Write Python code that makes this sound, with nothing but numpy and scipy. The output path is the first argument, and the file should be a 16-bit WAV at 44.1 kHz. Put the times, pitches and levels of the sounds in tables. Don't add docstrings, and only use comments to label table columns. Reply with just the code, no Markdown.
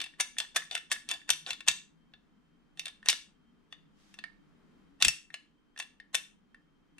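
import sys
import numpy as np
from scipy import signal
from scipy.fft import rfft, irfft, next_fast_len
from scipy.io import wavfile

SR = 44100
rng = np.random.default_rng(int(sys.argv[2]) if len(sys.argv) > 2 else 0)


def file_out(sig):
    cols = np.atleast_2d(sig).T
    lim = np.clip(cols, -1, 1)
    pcm = np.round(lim * 32767).astype(np.int16)
    wavfile.write(sys.argv[1], SR, pcm)


N = 308259
SIDES = np.array([[1], [-1]])


def undb(db):
    return 10 ** (np.asarray(db) / 20)


def rms(x):
    return np.sqrt(np.mean(x ** 2))


def at_hz(hz, table, axis=1):
    table = np.array(table, float)
    return np.interp(np.log(np.maximum(hz, 1)), np.log(table[:, 0]), table[:, axis])


def band(x, lo, hi, order=2):
    sections = signal.butter(order, [lo, min(hi, SR / 2 - 1)], "band", fs=SR, output="sos")
    return signal.sosfilt(sections, x)


def add(out, s, sound):
    i = max(int(s * SR), 0)
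    out[..., i:i + sound.shape[-1]] += sound[..., :N - i]


# (lift time [s], lift level [dB], lift brightness [dB], stop time [s], stop level [dB], slide level [dB],
#  rebound level [dB], extra handle and rod level [dB], pitch favoured by the place of the blow [Hz])
BUTTON_PRESSES = [(0.0024, -34.5, -14, 0.015, -34.5, -42, -38.5, 0, 3400),
                  (0.3842, -30.5, -0.5, 0.4012, -30, -52, -50, 0, 3600),
                  (0.711, -35.5, -17, 0.7515, -29, -42, -39.5, 0, 3450),
                  (1.089, -37, -1, 1.1132, -28.5, -37, -39, 0, 3400),
                  (1.4633, -38, -23, 1.506, -30.5, -40, -39, -1, 3400),
                  (2.7946, -33.5, -7, 2.856, -37, -62, -42, -4, 3640),
                  (5.7894, -48, 6, 5.7993, -35.5, -46, -45, 5, 2650)]
# (knock time [s], knock level [dB], snap time [s], snap level [dB], snap brightness [dB],
#  chatter decay [s], favoured pitch [Hz])
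BUTTON_RELEASES = [(0.2006, -30, 0.2072, -31, 5.5, 0.0034, 3800),
                   (0.5605, -27.5, 0.5664, -30, -2, 0.0048, 3560),
                   (0.9157, -28, 0.9235, -34, 2.5, 0.0038, 3500),
                   (1.2915, -34.5, 1.3029, -21, 0, 0.0012, 3750),
                   (1.6765, -32.5, 1.6833, -19.5, 0, 0.0024, 3460),
                   (3.0591, -43, 3.086, -22, 2, 0.0008, 2700),
                   (6.1452, -31, 6.1512, -26.5, -1, 0.0013, 3400)]
# (time [s], level [dB], brightness [dB], chatter decay [s], favoured pitch [Hz])
PAWL_STRIKES = [(3.095, -23, -16, 0.0042, 3520), (3.0994, -31, 5, 0.0034, 5400),
                (5.0235, -18, -4.5, 0.0007, 3680), (5.0485, -20, -2.5, 0.0016, 2740),
                (5.0823, -21.5, -0.5, 0.0005, 2780)]
# (time [s], level [dB], brightness [dB], favoured pitch [Hz])
FRAME_TICKS = [(0.062, -47, -13, 3400), (1.6057, -43.5, -12, 2800), (2.137, -53.5, -33, 3640),
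               (2.7736, -56, -8.5, 3500), (2.867, -42, -15, 3550), (3.128, -35, -5, 3700),
               (3.7254, -44.5, -15.5, 3300), (4.1409, -54, -4, 3900), (4.1882, -44, -15, 1850),
               (5.002, -52, -6, 3800), (5.0133, -39, -10, 3900), (5.3412, -38, -11, 3050),
               (5.776, -47, -7, 3920), (6.9826, -55, -7, 3270)]
# (time [s], level [dB])
TUBE_TAPS = [(0.1377, -58), (0.3677, -49), (0.4494, -50), (0.6207, -43), (0.766, -38), (0.962, -44),
             (1.2154, -57), (3.0286, -51), (3.0721, -43), (4.2394, -36), (5.3031, -51), (5.762, -52),
             (6.0, -46.5), (6.545, -52)]
LIFT_HANDLE_DB, LIFT_ROD_DB = -22, -14
STOP_HANDLE_DB, STOP_ROD_DB, STOP_PAWL_DB = -17.5, -9.5, -7
KNOCK_HANDLE_DB, KNOCK_ROD_DB, KNOCK_PAWL_DB = -10.5, -1.5, -1.5
SNAP_HANDLE_DB, SNAP_ROD_DB = -17, -12
STRIKE_HANDLE_DB, STRIKE_ROD_DB = -22, -12
TICK_HANDLE_DB, TICK_ROD_DB = -14.5, -5
TAP_HANDLE_DB, TAP_FRAME_DB, TAP_PAWL_DB = -22, -12, -24
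REBOUND_HANDLE_DB, REBOUND_ROD_DB, REBOUND_PAWL_DB = -24, -11, -9.5
CHATTER_S, TAP_HZ = 0.0012, 1870
STOP_REBOUND_S, SNAP_REBOUND_S, SNAP_REBOUND_DB = 0.025, 0.03, -16


def contacts():
    rebound = (REBOUND_HANDLE_DB, REBOUND_ROD_DB, 0, REBOUND_PAWL_DB)
    for lift_s, lift_db, bright_db, stop_s, stop_db, _, rebound_db, body_db, place_hz in BUTTON_PRESSES:
        lift = (LIFT_HANDLE_DB + body_db, LIFT_ROD_DB + body_db, 0, bright_db)
        stop = (STOP_HANDLE_DB + body_db, STOP_ROD_DB + body_db, 0, STOP_PAWL_DB)
        yield lift_s, lift_db, lift, CHATTER_S, place_hz
        yield stop_s, stop_db, stop, CHATTER_S, place_hz
        yield stop_s + STOP_REBOUND_S, rebound_db, rebound, CHATTER_S, place_hz
    for knock_s, knock_db, snap_s, snap_db, bright_db, chatter_s, place_hz in BUTTON_RELEASES:
        knock = (KNOCK_HANDLE_DB, KNOCK_ROD_DB, 0, KNOCK_PAWL_DB)
        snap = (SNAP_HANDLE_DB, SNAP_ROD_DB, 0, bright_db)
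        yield knock_s, knock_db, knock, chatter_s, place_hz
        yield snap_s, snap_db, snap, chatter_s, place_hz
        yield snap_s + SNAP_REBOUND_S, snap_db + SNAP_REBOUND_DB, rebound, chatter_s, place_hz
    for s, db, bright_db, chatter_s, place_hz in PAWL_STRIKES:
        yield s, db, (STRIKE_HANDLE_DB, STRIKE_ROD_DB, 0, bright_db), chatter_s, place_hz
    for s, db, bright_db, place_hz in FRAME_TICKS:
        yield s, db, (TICK_HANDLE_DB, TICK_ROD_DB, 0, bright_db), CHATTER_S, place_hz
    for s, db in TUBE_TAPS:
        yield s, db, (TAP_HANDLE_DB, 0, TAP_FRAME_DB, TAP_PAWL_DB), CHATTER_S, TAP_HZ


def chatter(chatter_s, first_blow=3.5, evenness=.7):
    t = np.arange(SR // 60) / SR
    bounces = rng.standard_normal(len(t)) * rng.random(len(t)) ** 2
    push = bounces * np.exp(-t / chatter_s)
    push[0] = first_blow
    spectrum = rfft(push, 2 * len(t))
    return irfft(spectrum / np.abs(spectrum) ** min(evenness, 1))[:len(t)]


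# (pitch [Hz], relative level [dB], time to fall 60 dB [s])
STRONG_MODES = [(757, -1, .025), (1081.4, 1, .02), (1715, -3.5, 0.06), (1825, 4.5, 0.036), (1803, -37, .25),
                (2692, 4.5, 0.049), (2686, -31.5, .38), (2745, -28, .42), (2935, -8.5, .035),
                (3475, -0.5, 0.047), (3587, 2.5, .028), (3600, -34, 0.23), (4260, -10, 0.012),
                (4760, -30.5, .28), (5420, -2, 0.071), (5150, -34, 0.45), (5954, 1.5, 0.046),
                (6200, -8, 0.07), (7620, -11.5, .035), (8490, 1, 0.017), (9000, -2, 0.022),
                (9160, -4, 0.022), (10500, -9.5, 0.056)]
# (pitch [Hz], relative level [dB])
MODE_CROWD = [(300, -12), (750, -1.5), (1400, 0), (1900, -3), (2400, 1.5), (3300, 3.5), (5000, -1),
              (7000, -1.5), (9000, -2.5), (10500, -8.5), (12000, -16), (14000, -20.5), (16000, -32)]
# (low edge [Hz], high edge [Hz])
PART_BANDS = [(300, 1400), (1400, 2300), (2300, 4800), (4800, 16000)]


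def lever_modes(weak_db=-3):
    t = np.arange(SR // 5) / SR
    hz, db, t60 = np.transpose(STRONG_MODES)
    spin_and_decay = 2j * np.pi * hz - np.log(1000) / t60
    rings = undb(db)[:, None] * np.exp(np.outer(spin_and_decay, t))
    grid = np.linspace(0, SR / 2, 257)
    cepstrum = irfft(np.log(undb(weak_db + at_hz(grid, MODE_CROWD))))
    fold = np.r_[1, np.full(255, 2), 1, np.zeros(255)]
    crowd = irfft(np.exp(rfft(cepstrum * fold)))
    parts = []
    for lo, hi in PART_BANDS:
        own = (hz >= lo) & (hz < hi)
        parts.append((hz[own], band(rings[own], .8 * lo, 1.15 * hi), band(crowd, lo, hi, order=3)))
    return parts


def ring(part, blow_db, place_hz=3500, place_db=6.5, place_octaves=.1, spread_db=2, port_spread=0.6,
         crowd_db=26, crowd_growth=.2, crowd_t60=0.026, port_noise=.5):
    hz, modes, crowd = part
    favour = np.exp(-(np.log2(hz / place_hz) / place_octaves) ** 2)
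    db = place_db * favour + spread_db * rng.standard_normal(len(hz))
    weights = undb(db) * np.exp(2j * np.pi * rng.random(len(hz)))
    port_weights = weights * (1 + port_spread * rng.standard_normal((2, len(hz))))
    sound = (port_weights @ modes).imag
    t = np.arange(SR // 30) / SR
    noise = rng.standard_normal(len(t)) + port_noise * rng.standard_normal((2, len(t)))
    clash = noise * np.exp(-np.log(1000) * t / crowd_t60)
    clash = signal.fftconvolve(clash, crowd[None]) * undb(crowd_db + crowd_growth * blow_db)
    sound[:, :clash.shape[1]] += clash
    return sound


def clicks(parts):
    out = np.zeros((2, N))
    attack = SR // 100
    for s, db, shares_db, chatter_s, place_hz in contacts():
        push, body = chatter(chatter_s), 0
        for part, part_db in zip(parts, shares_db):
            sound = ring(part, db, place_hz)
            onset = signal.fftconvolve(sound[:, :attack], push[None, :attack])[:, :attack]
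            body = body + sound * undb(db + part_db) / rms(onset)
        add(out, s, signal.fftconvolve(body, push[None]))
    return out


RUN_UP_S, RUN_UP_FROM_DB, RUN_UP_TO_DB, DRAG_DB = 0.016, -26, -5, -6
SLIDE_RISE_DB = 5
SLACK_S, SLACK_FROM_DB, SLACK_TO_DB = 0.022, -30, -20
SETTLE_S, SETTLE_FROM_DB, SETTLE_TO_DB = 0.045, -13, -24


def slides():
    for s, db, *_ in BUTTON_PRESSES + PAWL_STRIKES + FRAME_TICKS:
        yield s - SLACK_S, s, db + SLACK_FROM_DB, db + SLACK_TO_DB
    for lift_s, _, _, stop_s, stop_db, slide_db, *_ in BUTTON_PRESSES:
        yield lift_s, stop_s, slide_db - SLIDE_RISE_DB / 2, slide_db + SLIDE_RISE_DB / 2
        yield stop_s, stop_s + SETTLE_S, stop_db + SETTLE_FROM_DB, stop_db + SETTLE_TO_DB
    for knock_s, knock_db, snap_s, *_ in BUTTON_RELEASES:
        yield knock_s - RUN_UP_S, knock_s, knock_db + RUN_UP_FROM_DB, knock_db + RUN_UP_TO_DB
        yield knock_s, snap_s, knock_db + DRAG_DB, knock_db + DRAG_DB


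def scrapes(parts, slips_per_s=1500, slip_spread_db=5, handle_db=1, rod_db=1, pawl_db=-5):
    out, longest = np.zeros((2, N)), SR // 8
    for start, end, start_db, end_db in slides():
        n = int(np.clip((end - start) * SR, SR // 200, longest))
        slip_now = rng.random(longest) < slips_per_s / SR
        slips = (slip_now * undb(slip_spread_db * rng.standard_normal(longest)))[:n]
        slips[0] = 1
        shares_db = (handle_db, rod_db, 0, pawl_db)
        body = sum(undb(db) * ring(part, end_db) for part, db in zip(parts, shares_db))
        push = slips / rms(slips) * undb(np.linspace(start_db, end_db, n))
        add(out, start, signal.fftconvolve(body / np.linalg.norm(body[0]), push[None]))
    return out


# (pitch [Hz], left minus right level [dB], left phase lead [rad])
PORT_HEARING = [(300, 3, .3), (800, 0, .25), (1400, -1.5, .6), (2600, .7, 1.15), (4200, 3.5, 1.15),
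                (8200, 4.8, 1.05), (11000, 1, 1.2), (13500, -3, 1.6)]


def place(dry):
    n = next_fast_len(N)
    hz = np.arange(n // 2 + 1) * SR / n
    gain = undb(SIDES * at_hz(hz, PORT_HEARING) / 2)
    lead = np.exp(1j * SIDES * at_hz(hz, PORT_HEARING, axis=2) / 2)
    return irfft(rfft(dry, n) * gain * lead, n)[:, :N]


# (time [s], level [dB])
LEVER_JOLTS = [(1.303, -58), (1.505, -65.5), (1.686, -53.5), (5.024, -52.5), (5.055, -41.5), (5.084, -56)]


def jolts(low_hz=25, high_hz=190, side_db=2.5):
    out, t = np.zeros((2, N)), np.arange(SR // 5) / SR
    fade = np.exp(-t / .02)
    for s, db in LEVER_JOLTS:
        shake = .5 * rng.standard_normal(len(t)) + rng.standard_normal((2, len(t)))
        thud = band(shake * undb(side_db * SIDES) * fade, low_hz, high_hz)
        add(out, s, thud * undb(db) / rms(thud[:, :SR // 40]))
    return out


# (time [s], level [dB])
PALM_GRIP = [(3.92, -92), (4.0, -70.5), (4.11, -69.5), (4.3, -83)]


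def palm(low_hz=800, high_hz=6000):
    rub = band(rng.standard_normal((2, N)), low_hz, high_hz)
    db = np.interp(np.arange(N) / SR, *np.transpose(PALM_GRIP), left=-np.inf, right=-np.inf)
    return rub / rms(rub) * undb(db)


# (pitch [Hz], tail level [dB], time to fall 60 dB [s])
ROOM_ANSWER = [(150, -11, .5), (600, -13.5, 0.22), (1500, -13, .55), (3500, -10.5, 0.46),
               (8100, -14.5, 0.52), (12000, -13, 0.35), (16000, -15.5, .25)]


def room(dry, build_s=0.0052, early_db=3, early_s=.015, late_s=.17, shared=1.0):
    t = np.arange(SR // 2) / SR
    edges = np.geomspace(80, 17000, 22)
    noise = shared * rng.standard_normal(len(t)) + rng.standard_normal((2, len(t)))
    build_up = 1 - np.exp(-(t / build_s) ** 2)
    early = 1 + undb(early_db) * np.exp(-t / early_s)
    shape = build_up * early * np.exp(-(t / late_s) ** 2)
    answer = 0
    for lo, hi in zip(edges, edges[1:]):
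        hz = np.sqrt(lo * hi)
        tail = noise * shape * np.exp(-np.log(1000) * t / at_hz(hz, ROOM_ANSWER, axis=2))
        tail = band(tail / np.linalg.norm(tail[0]), lo, hi, order=4)
        answer = answer + undb(at_hz(hz, ROOM_ANSWER)) * tail
    return signal.fftconvolve(dry, answer, axes=1)[:, :N]


# (pitch [Hz], relative level per Hz [dB])
RUMBLE_TONE = [(12, -11.5), (25, 0.5), (50, -7), (105, -12), (160, -7.5), (260, -5.5), (400, -8.5),
               (600, -19), (1300, -18), (2000, -23.5), (3200, -29.5), (5000, -34.5), (9000, -43),
               (16000, -54.5)]
# (time [s], level [dB])
RUMBLE_LEVEL = [(0, -65.5), (3.2, -66.5), (4.3, -64.5), (4.8, -61), (5.2, -68.5), (7, -66.5)]
WHINE_HZ, WHINE_DB = 3140, -85.5


def background(shared=0.57, side_db=0.73, whine_half_width_hz=14, wander_db=5, wander_level_db=-2):
    n = next_fast_len(N)
    t, hz = np.arange(N) / SR, np.arange(n // 2 + 1) * SR / n
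    noise = shared * rng.standard_normal(N) + rng.standard_normal((2, N))
    steady = irfft(rfft(noise, n) * undb(at_hz(hz, RUMBLE_TONE)), n)[:, :N]
    knots = np.linspace(0, N / SR, 45)
    wander = 0
    for f in (163.3, 199, 235, 289.4):
        swell_db = wander_db * np.interp(t, knots, rng.standard_normal(len(knots)))
        wander = wander + band(noise, .9 * f, 1.1 * f) * undb(swell_db) / f
    rumble = steady / rms(steady) + undb(wander_level_db) * wander / rms(wander)
    whine = band(rng.standard_normal((2, N)), WHINE_HZ - whine_half_width_hz, WHINE_HZ + whine_half_width_hz)
    db = np.interp(t, *np.transpose(RUMBLE_LEVEL)) + side_db * SIDES
    return rumble / rms(rumble) * undb(db) + whine / rms(whine) * undb(WHINE_DB)


def scene(click_db=-1.0, scrape_db=-2):
    parts = lever_modes()
    lever = place(undb(click_db) * clicks(parts) + undb(scrape_db) * scrapes(parts))
    return lever + room(lever) + jolts() + palm() + background()


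TOP_HZ = 16300


def record(dry):
    return signal.sosfilt(signal.ellip(8, .2, 70, TOP_HZ, fs=SR, output="sos"), dry)


dry = scene()
out = record(dry)
file_out(out)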